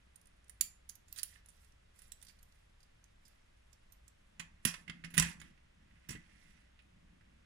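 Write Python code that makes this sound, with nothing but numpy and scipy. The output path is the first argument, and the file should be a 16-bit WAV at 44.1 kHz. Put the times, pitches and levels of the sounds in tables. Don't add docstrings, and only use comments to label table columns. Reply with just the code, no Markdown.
import sys
import numpy as np
from scipy import signal
from scipy.fft import rfft, irfft
from scipy.io import wavfile
from scipy.ndimage import uniform_filter1d

SR = 44100
rng = np.random.default_rng(int(sys.argv[2]) if len(sys.argv) > 2 else 0)


def unload_wav(signal):
    wavfile.write(
        sys.argv[1],
        SR,
        np.round(np.clip(np.atleast_2d(signal).T, -1, 1) * 32767).astype(np.int16),
    )


def makeup_ratio(level_db):
    decades = np.asarray(level_db, float) / 20
    return 10 ** decades


N = 328545
DECAY = np.log(1000)
SET_DOWN_S = 4.35


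def shaped(x, points, gain=makeup_ratio):
    hz, value = np.transpose(points)
    f = np.fft.rfftfreq(x.shape[-1], 1 / SR)
    curve = np.interp(np.log(f + 1), np.log(hz), value)
    return irfft(rfft(x) * gain(curve), x.shape[-1])


def unit(x):
    return x / np.sqrt(np.mean(x ** 2))


def peak(x, db):
    return x * makeup_ratio(db) / np.sqrt(np.max(uniform_filter1d(x ** 2, size=150)))


def add(out, s, sound):
    at = int(s * SR) - 32
    out[at:at + len(sound)] += sound[:N - at]


def ring(modes, scatter_db, size, retune=.015):
    hz, db, t60 = np.transpose(modes)[:, :, None]
    t = np.arange(size) / SR
    chance = rng.standard_normal((2, len(modes), 1))
    tones = np.sin(2 * np.pi * hz * (1 + retune * chance[0]) * t)
    waves = tones * np.exp(-DECAY * t / t60)
    return np.sum(makeup_ratio(db + scatter_db * chance[1]) * waves, axis=0)


def contacts(size, spread_db):
    strength = np.minimum(rng.exponential(size=size), 5)
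    return rng.standard_normal(size) * makeup_ratio(spread_db * strength)


# pitch_hz, density_db (per Hz)
HUM_COLOUR = [(8.8, -28), (15, 2.5), (54, -6.5), (76, -12), (219, -26), (315, -24.5), (373, -25),
              (599, -20.5), (749, -26), (1640, -25), (3390, -29), (4230, -34), (5760, -37), (11900, -43.5),
              (15500, -90.5), (22000, -120)]
HUM_DB = -67.5
# pitch_hz, correlation
MIC_LIKENESS = [(60, 1), (130, 0.56), (290, -0.86), (640, -0.79), (1410, 0.2), (3100, -0.21), (6820, 0.6),
                (15000, -0.68)]
# pitch_hz, width_hz, level_db
DRONES = [(60, 9.8, -70), (97.5, 10, -79)]


def hum():
    mid, side = rng.standard_normal((2, N))
    mid = shaped(mid, MIC_LIKENESS, lambda c: np.sqrt(1 + np.clip(c, -1, 1)))
    side = shaped(side, MIC_LIKENESS, lambda c: np.sqrt(1 - np.clip(c, -1, 1)))
    out = unit(shaped(np.array([mid + side, mid - side]), HUM_COLOUR)) * makeup_ratio(HUM_DB)
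    for hz, width, db in DRONES:
        resonance = signal.iirpeak(hz, hz / width, fs=SR)
        out = out + makeup_ratio(db) * unit(signal.lfilter(*resonance, rng.standard_normal(N)))
    return out


# pitch_hz, t60_s, level_db
ROOM = [(507, 0.43, -18.5), (1620, 0.28, -16), (3000, 0.2, -16), (6000, 0.27, -20), (10000, .25, -22),
        (13900, 0.17, -12.5)]


def room(x):
    t, tail = np.arange(26460) / SR, 0
    for k, (_, t60, db) in enumerate(ROOM):
        band = [(hz, float(j == k)) for j, (hz, *_) in enumerate(ROOM)]
        noise = unit(shaped(rng.standard_normal((2, len(t))), band, np.sqrt))
        energy = SR * t60 / (2 * DECAY)
        tail = tail + noise * makeup_ratio(db) * np.exp(-DECAY * t / t60) / np.sqrt(energy)
    tail *= np.clip((t - .002) / 0.0025, 0, 1)
    mic_db = [[-5.], [0.]]
    return signal.fftconvolve(x[None], tail * makeup_ratio(mic_db), axes=1)[:, :N]


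def clock():
    return np.arange(0, N + 64, 64) / SR


def swell(s, length, db):
    overshoot = 1.1
    shape = np.interp(clock(), [s, s + 0.5 * length, s + length], [0, overshoot, 0])
    return makeup_ratio(db) * np.minimum(shape, 1) ** 0.83


def motion(moves, share_db, side):
    return sum(swell(s, length, db + share_db + side * links_db) for s, length, db, links_db in moves)


# start_s, length_s, rubbing_db, links_over_case_db
HANDLING = [
    (0.0, 0.12, -105, -11),
    (0.58, 0.24, -100, 4),
    (1.07, 0.15, -72.5, 5),
    (1.22, 0.19, -68, 2),
    (1.44, 0.31, -83, 9),
    (1.93, 0.19, -76, 6),
    (2.12, 0.27, -80.5, 4),
    (2.37, .3, -88, 2),
    (3.2, 0.24, -84.5, -2),
]
# start_s, length_s, rubbing_db, links_over_case_db
SLIDING = [
    (4.62, 0.23, -64, 13),
    (4.85, 0.21, -76, -5),
    (5.18, 0.17, -43, 4.5),
    (5.38, 0.15, -64, 2.5),
    (5.8, 0.73, -72, 0.5),
    (6.24, 0.47, -68.5, 4),
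    (6.7, 0.55, -95.5, 6.5),
]
# start_s, length_s, level_db
LEANING = [
    (4.3, 0.25, -77.5),
    (4.71, 0.53, -64.5),
    (5.164, 0.17, -52.5),
    (5.33, 0.21, -61.5),
    (5.711, 0.26, -81.5),
    (6.067, 0.17, -61.5),
    (6.249, 0.35, -80.5),
    (6.794, 0.73, -74.5),
]
# pitch_hz, density_db (per Hz)
RUBS = [
    [(4500, -24.5), (6500, -13), (7600, 0.5), (8500, -11), (9600, 0), (11000, -8), (15000, -13.5),
     (16500, -39.5)],
    [(800, -29), (1300, -13.5), (1850, -2.5), (2050, -0.5), (2300, -8), (2550, -2), (3300, -14.5),
     (5000, -36.5)],
    [(2200, -31), (3300, -1.5), (4800, -1), (6000, 1), (8000, -30)],
    [(100, -23), (165, 8), (230, -3), (320, -5.5), (450, -38)],
]
LINKS_SIDE = [1, -1, .5]
IN_HAND = [0, 0, 0]
ON_TABLE = [-13, 0, -11]
HELD = [-85.5, -82, -88, -82.5]
RESTING = [-93.5, -79, -92, -77.5]
# pitch_hz, level_db
TABLE_DULLS = [(10500, 0), (12500, -7)]


def shifting():
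    out, t = 0, np.arange(N) / SR
    moves = [motion(HANDLING, hand_db, side) + motion(SLIDING, table_db, side)
             for side, hand_db, table_db in zip(LINKS_SIDE, IN_HAND, ON_TABLE)]
    moves.append(sum(swell(*row) for row in LEANING))
    for colour, moving, held_db, rest_db in zip(RUBS, moves, HELD, RESTING):
        restless = makeup_ratio(np.where(clock() < SET_DOWN_S, held_db, rest_db))
        level = np.interp(t, clock(), moving + restless)
        stutter_db = 2.3 * unit(uniform_filter1d(rng.standard_normal(N), size=600))
        rub = unit(shaped(contacts(size=N, spread_db=3.), colour))
        out = out + rub * level * makeup_ratio(stutter_db)
    return np.where(t < SET_DOWN_S, out, shaped(out, TABLE_DULLS))


# pitch_hz, level_db, t60_s
TABLE = [(65.9, -17, 0.31), (90, -21, 0.4), (146.2, -12, 0.14), (168.45, 5.5, 0.29), (226, -3, 0.09),
         (308.5, -12, 0.14), (421, -21, 0.06), (600, -28.5, 0.046), (881, -22, .05)]
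# start_s, peak_db, deep_db, upper_db, stilled_s (by the hand)
THUDS = [(0.606, -56, 4, 5.5, .15), (4.397, -48.5, -2, 6, 0.1), (4.654, -28.5, 1.5, 10.5, 0.099),
         (4.878, -51, -3, 5, 0.074), (4.895, -43, -2, 2, .09), (5.044, -46.5, -4, 2, 0.12),
         (5.139, -46, -3.5, 2.5, 0.11), (5.169, -37.5, 0.5, 1, 0.14), (5.18, -27.5, 0, -6.5, 0.11),
         (5.2, -26, 6.5, -7, 0.097), (5.418, -55.5, -8.5, -14, .1), (6.091, -42, -14, -0.5, .05),
         (6.106, -37.5, -5, 18, 0.063), (6.151, -41.5, 3, 12.5, 0.059)]


def thuds():
    out, t = np.zeros(N), np.arange(16384) / SR
    groups = TABLE[:2], TABLE[3:4], TABLE[2:3] + TABLE[4:]
    for s, db, deep_db, upper_db, stilled in THUDS:
        deep, main, upper = (ring(modes, scatter_db=4.0, size=16384, retune=.005) for modes in groups)
        damping = .15 + .85 * np.exp(-np.maximum(t - stilled, 0) / 0.013)
        top = (makeup_ratio(deep_db) * deep + main + makeup_ratio(upper_db) * upper) * damping
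        add(out, s, peak(signal.fftconvolve(np.hanning(60), top), db - 1.5))
    return signal.sosfilt(signal.butter(2, 45, "high", fs=SR, output="sos"), out)


# pitch_hz, level_db, t60_s
LINKS = [(4800, -3, .003), (5850, -5.5, 0.009), (7300, -3.5, 0.0086), (9190, -7, 0.0095),
         (10400, -7.5, .003), (14700, -16, 0.0021)]
# pitch_hz, level_db, t60_s
CASE = [(1090, -11.5, .008), (1210, -12, .008), (1600, -6.5, .008), (1840, -8.5, .008), (2000, 1.5, 0.0095),
        (2520, -4, 0.011), (2710, -7.5, .006), (3160, -13, 0.003)]
# pitch_hz, density_db (per Hz)
CRACK = [(1470, -43), (2500, -11.5), (4800, -14.5), (6230, -2), (7060, -4.5), (8460, -8.5), (9230, 0.5),
         (13600, -9), (15500, -19.5), (16400, -57.5)]


def rattle(db, case_db, t60, top_db, links, tones=CASE):
    t = np.arange(4096) / SR
    rise = np.minimum(t / (.0003 + 0.37 * t60 ** 2), 1)
    fade = np.exp(-DECAY * t / np.clip(t60, .002, .3)) * rise
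    snap, chime, tap = (fade * contacts(size=4096, spread_db=2.) for _ in range(3))
    crack = shaped(np.eye(1, 256, 32)[0], CRACK)
    link_ring = np.diff(np.pad(ring(links, scatter_db=0.5, size=225), (32, 0)))
    steel = signal.fftconvolve(snap, crack / crack.max())
    steel = steel + makeup_ratio(-7.0) * signal.fftconvolve(chime, link_ring)
    brightness = [(10300, 0.015), (11800, top_db + 10), (14500, top_db + 16.5), (16500, top_db + 2)]
    steel = shaped(np.pad(steel, (0, 1)), brightness)
    case_ring = np.diff(np.pad(ring(tones, scatter_db=3.0, size=993), (32, 0)))
    case = np.pad(signal.fftconvolve(tap, case_ring), (0, 1))
    case = shaped(case, [(3200, -6.0), (5000, -9.5), (12000, -45.5)])
    out = peak(case, case_db + 2.5)
    out[:len(steel)] += peak(steel, db - 4.5)
    return out


def top_tilt(hz, db_per_oct):
    return db_per_oct * np.log2(hz / 9500)


def hand_clicks(rows, case_db, top_db, ring_db):
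    out = np.zeros(N)
    for s, db, hz, t60 in rows:
        harder_db = 0.31 * min(db + 46, 12)
        bright_db = top_db + top_tilt(hz, -0.5) + harder_db
        add(out, s, rattle(db, db + case_db, t60, bright_db, LINKS + [(hz, ring_db, .004)]))
    return out


# start_s, treble_peak_db, link_pitch_hz, t60_s
SWINGS = [(0.2558, -56, 9500, 0.021), (0.4429, -61, 9300, 0.018), (0.4813, -58.5, 9500, .015),
          (0.4953, -39, 9780, 0.033), (1.1598, -42.5, 3700, .06), (1.1714, -38, 9400, 0.13),
          (1.1857, -33, 4350, .046), (1.1944, -37, 5070, 0.023), (1.3374, -59, 9000, .067),
          (1.4596, -50, 9940, 0.021), (1.485, -48.5, 9250, .067), (1.5024, -56, 7300, .029),
          (1.6462, -57.5, 9400, 0.023), (1.722, -62, 5570, .029), (1.9594, -62, 9220, 0.028),
          (1.9894, -48.5, 10000, 0.041), (2.0183, -47.5, 9600, .047), (2.0794, -58, 10400, 0.018),
          (2.1195, -44.5, 3860, 0.014), (2.2258, -43.5, 9400, 0.034), (2.2484, -52, 12000, .035),
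          (2.2676, -50, 4620, 0.037), (2.2807, -49, 4800, 0.11), (2.3885, -59, 4640, 0.039),
          (2.215, -52, 3500, .03), (2.523, -61, 4550, 0.019), (2.5544, -68, 9000, .041),
          (3.041, -52.5, 6100, .02)]


def swings():
    return hand_clicks(SWINGS, case_db=-21, top_db=-17, ring_db=8.5)


# start_s, treble_peak_db, link_pitch_hz, t60_s
TICKS = [(0.158, -45, 9300, 0.027), (0.2139, -56.5, 10000, 0.024), (0.2704, -53.5, 9300, 0.027),
         (0.6094, -15.5, 7040, .018), (0.6104, -17.5, 9500, 0.029), (0.8904, -38.5, 10000, 0.059),
         (0.8949, -36, 6360, 0.032), (0.9532, -46, 11500, .029), (1.0809, -55.5, 6960, .055),
         (1.1263, -34.5, 12700, 0.01), (1.2311, -22.5, 9940, 0.024), (2.1186, -36.5, 7850, 0.032),
         (2.4284, -50.5, 11630, 0.026), (2.804, -59, 4710, .037), (2.8294, -55.5, 4980, 0.039),
         (3.2505, -54.5, 4900, 0.1), (3.2794, -55.5, 10800, 0.04), (3.7289, -52, 5400, 0.039),
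         (3.9215, -49.5, 12200, 0.048), (4.0796, -48, 7700, 0.025), (6.8214, -69.5, 9740, 0.025)]


def ticks():
    return hand_clicks(TICKS, case_db=-31, top_db=-15, ring_db=8)


def table_top_db(hz):
    return -16 + top_tilt(hz, 13.5)


# start_s, case_db, t60_s, case_pitch_hz
TAPS = [(0.2748, -75, 0.019, 2000), (1.3565, -58.5, .037, 1900), (2.2944, -63, .05, 2360),
        (3.3568, -72, 0.027, 2000), (4.8777, -43.5, 0.06, 2050), (5.0377, -45.5, 0.06, 2050),
        (5.493, -74, .037, 2050), (5.5767, -65, .026, 2068), (6.1278, -47, .06, 2000),
        (6.152, -51, .079, 2000), (6.79, -61, 0.07, 2500), (7.209, -65, 0.043, 1810)]


def taps():
    out = np.zeros(N)
    for s, db, t60, hz in TAPS:
        add(out, s, rattle(db - 11.5, db, t60, table_top_db(5800), LINKS, CASE + [(hz, 8.5, .015)]))
    return out


# start_s, treble_peak_db, link_pitch_hz, t60_s, case_db
KNOCKS = [(4.3949, -37, 7000, 0.069, -43), (4.4009, -52, 5700, 0.028, -41),
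          (4.6505, -16.5, 9900, 0.044, -28.5), (4.6659, -29.5, 5500, 0.15, -39.5),
          (4.7397, -40, 4700, 0.046, -42.5), (4.8967, -44, 4800, 0.038, -39),
          (5.0444, -43.5, 5550, 0.07, -46), (5.101, -53, 10000, 0.12, -60),
          (5.138, -40.5, 10400, .11, -45.5), (5.168, -31.5, 9100, 0.086, -40),
          (5.1786, -11, 9000, .02, -22), (5.182, -20.5, 5690, 0.052, -27.5),
          (5.197, -13.5, 7780, 0.033, -28.5), (5.2218, -24.5, 7640, .062, -32),
          (5.3994, -47.5, 6950, 0.053, -57), (5.4146, -47, 9240, 0.048, -50),
          (6.0882, -42, 14000, .015, -53.5), (6.0905, -35, 5720, 0.07, -46), (6.104, -37, 7670, .11, -49.5)]


def knocks():
    out = np.zeros(N)
    for s, db, hz, t60, case_db in KNOCKS:
        add(out, s, rattle(db, case_db, t60, table_top_db(hz), LINKS + [(hz, 4, .004)]))
    return out


# pitch_hz, level_db
SHADE = [(300, 0.5), (700, -7.5), (1300, -7.5), (2400, -13.5), (8000, -17), (15000, -9.5)]


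def scene():
    watch = swings() + ticks() + taps() + knocks() + shifting()
    thud = thuds()
    shaded = np.roll(shaped(watch, SHADE) + thud, 26)
    return np.array([shaded, watch + thud]) + room(watch) + hum()


def roll_off(x):
    return signal.sosfilt(signal.butter(12, 16540, fs=SR, output="sos"), x)


# pitch_hz (lower edge), level_db (threshold)
GATES = [(12000, -93), (15300, -84)]


def record(dry):
    ceiling = .55
    rounded = ceiling * np.tanh(dry / ceiling)
    sound = signal.sosfilt(signal.ellip(8, .2, 70, 16000, fs=SR, output="sos"), rounded)
    for hz, db in GATES:
        top = shaped(sound, [(hz - 50, 0), (hz + 50, 1)], np.abs)
        faint = uniform_filter1d(np.mean(top ** 2, axis=0), size=1500) < makeup_ratio(db) ** 2
        sound = sound - top * uniform_filter1d(1. * faint, size=256)
    return roll_off(sound)


dry = scene()
out = record(dry)
unload_wav(out)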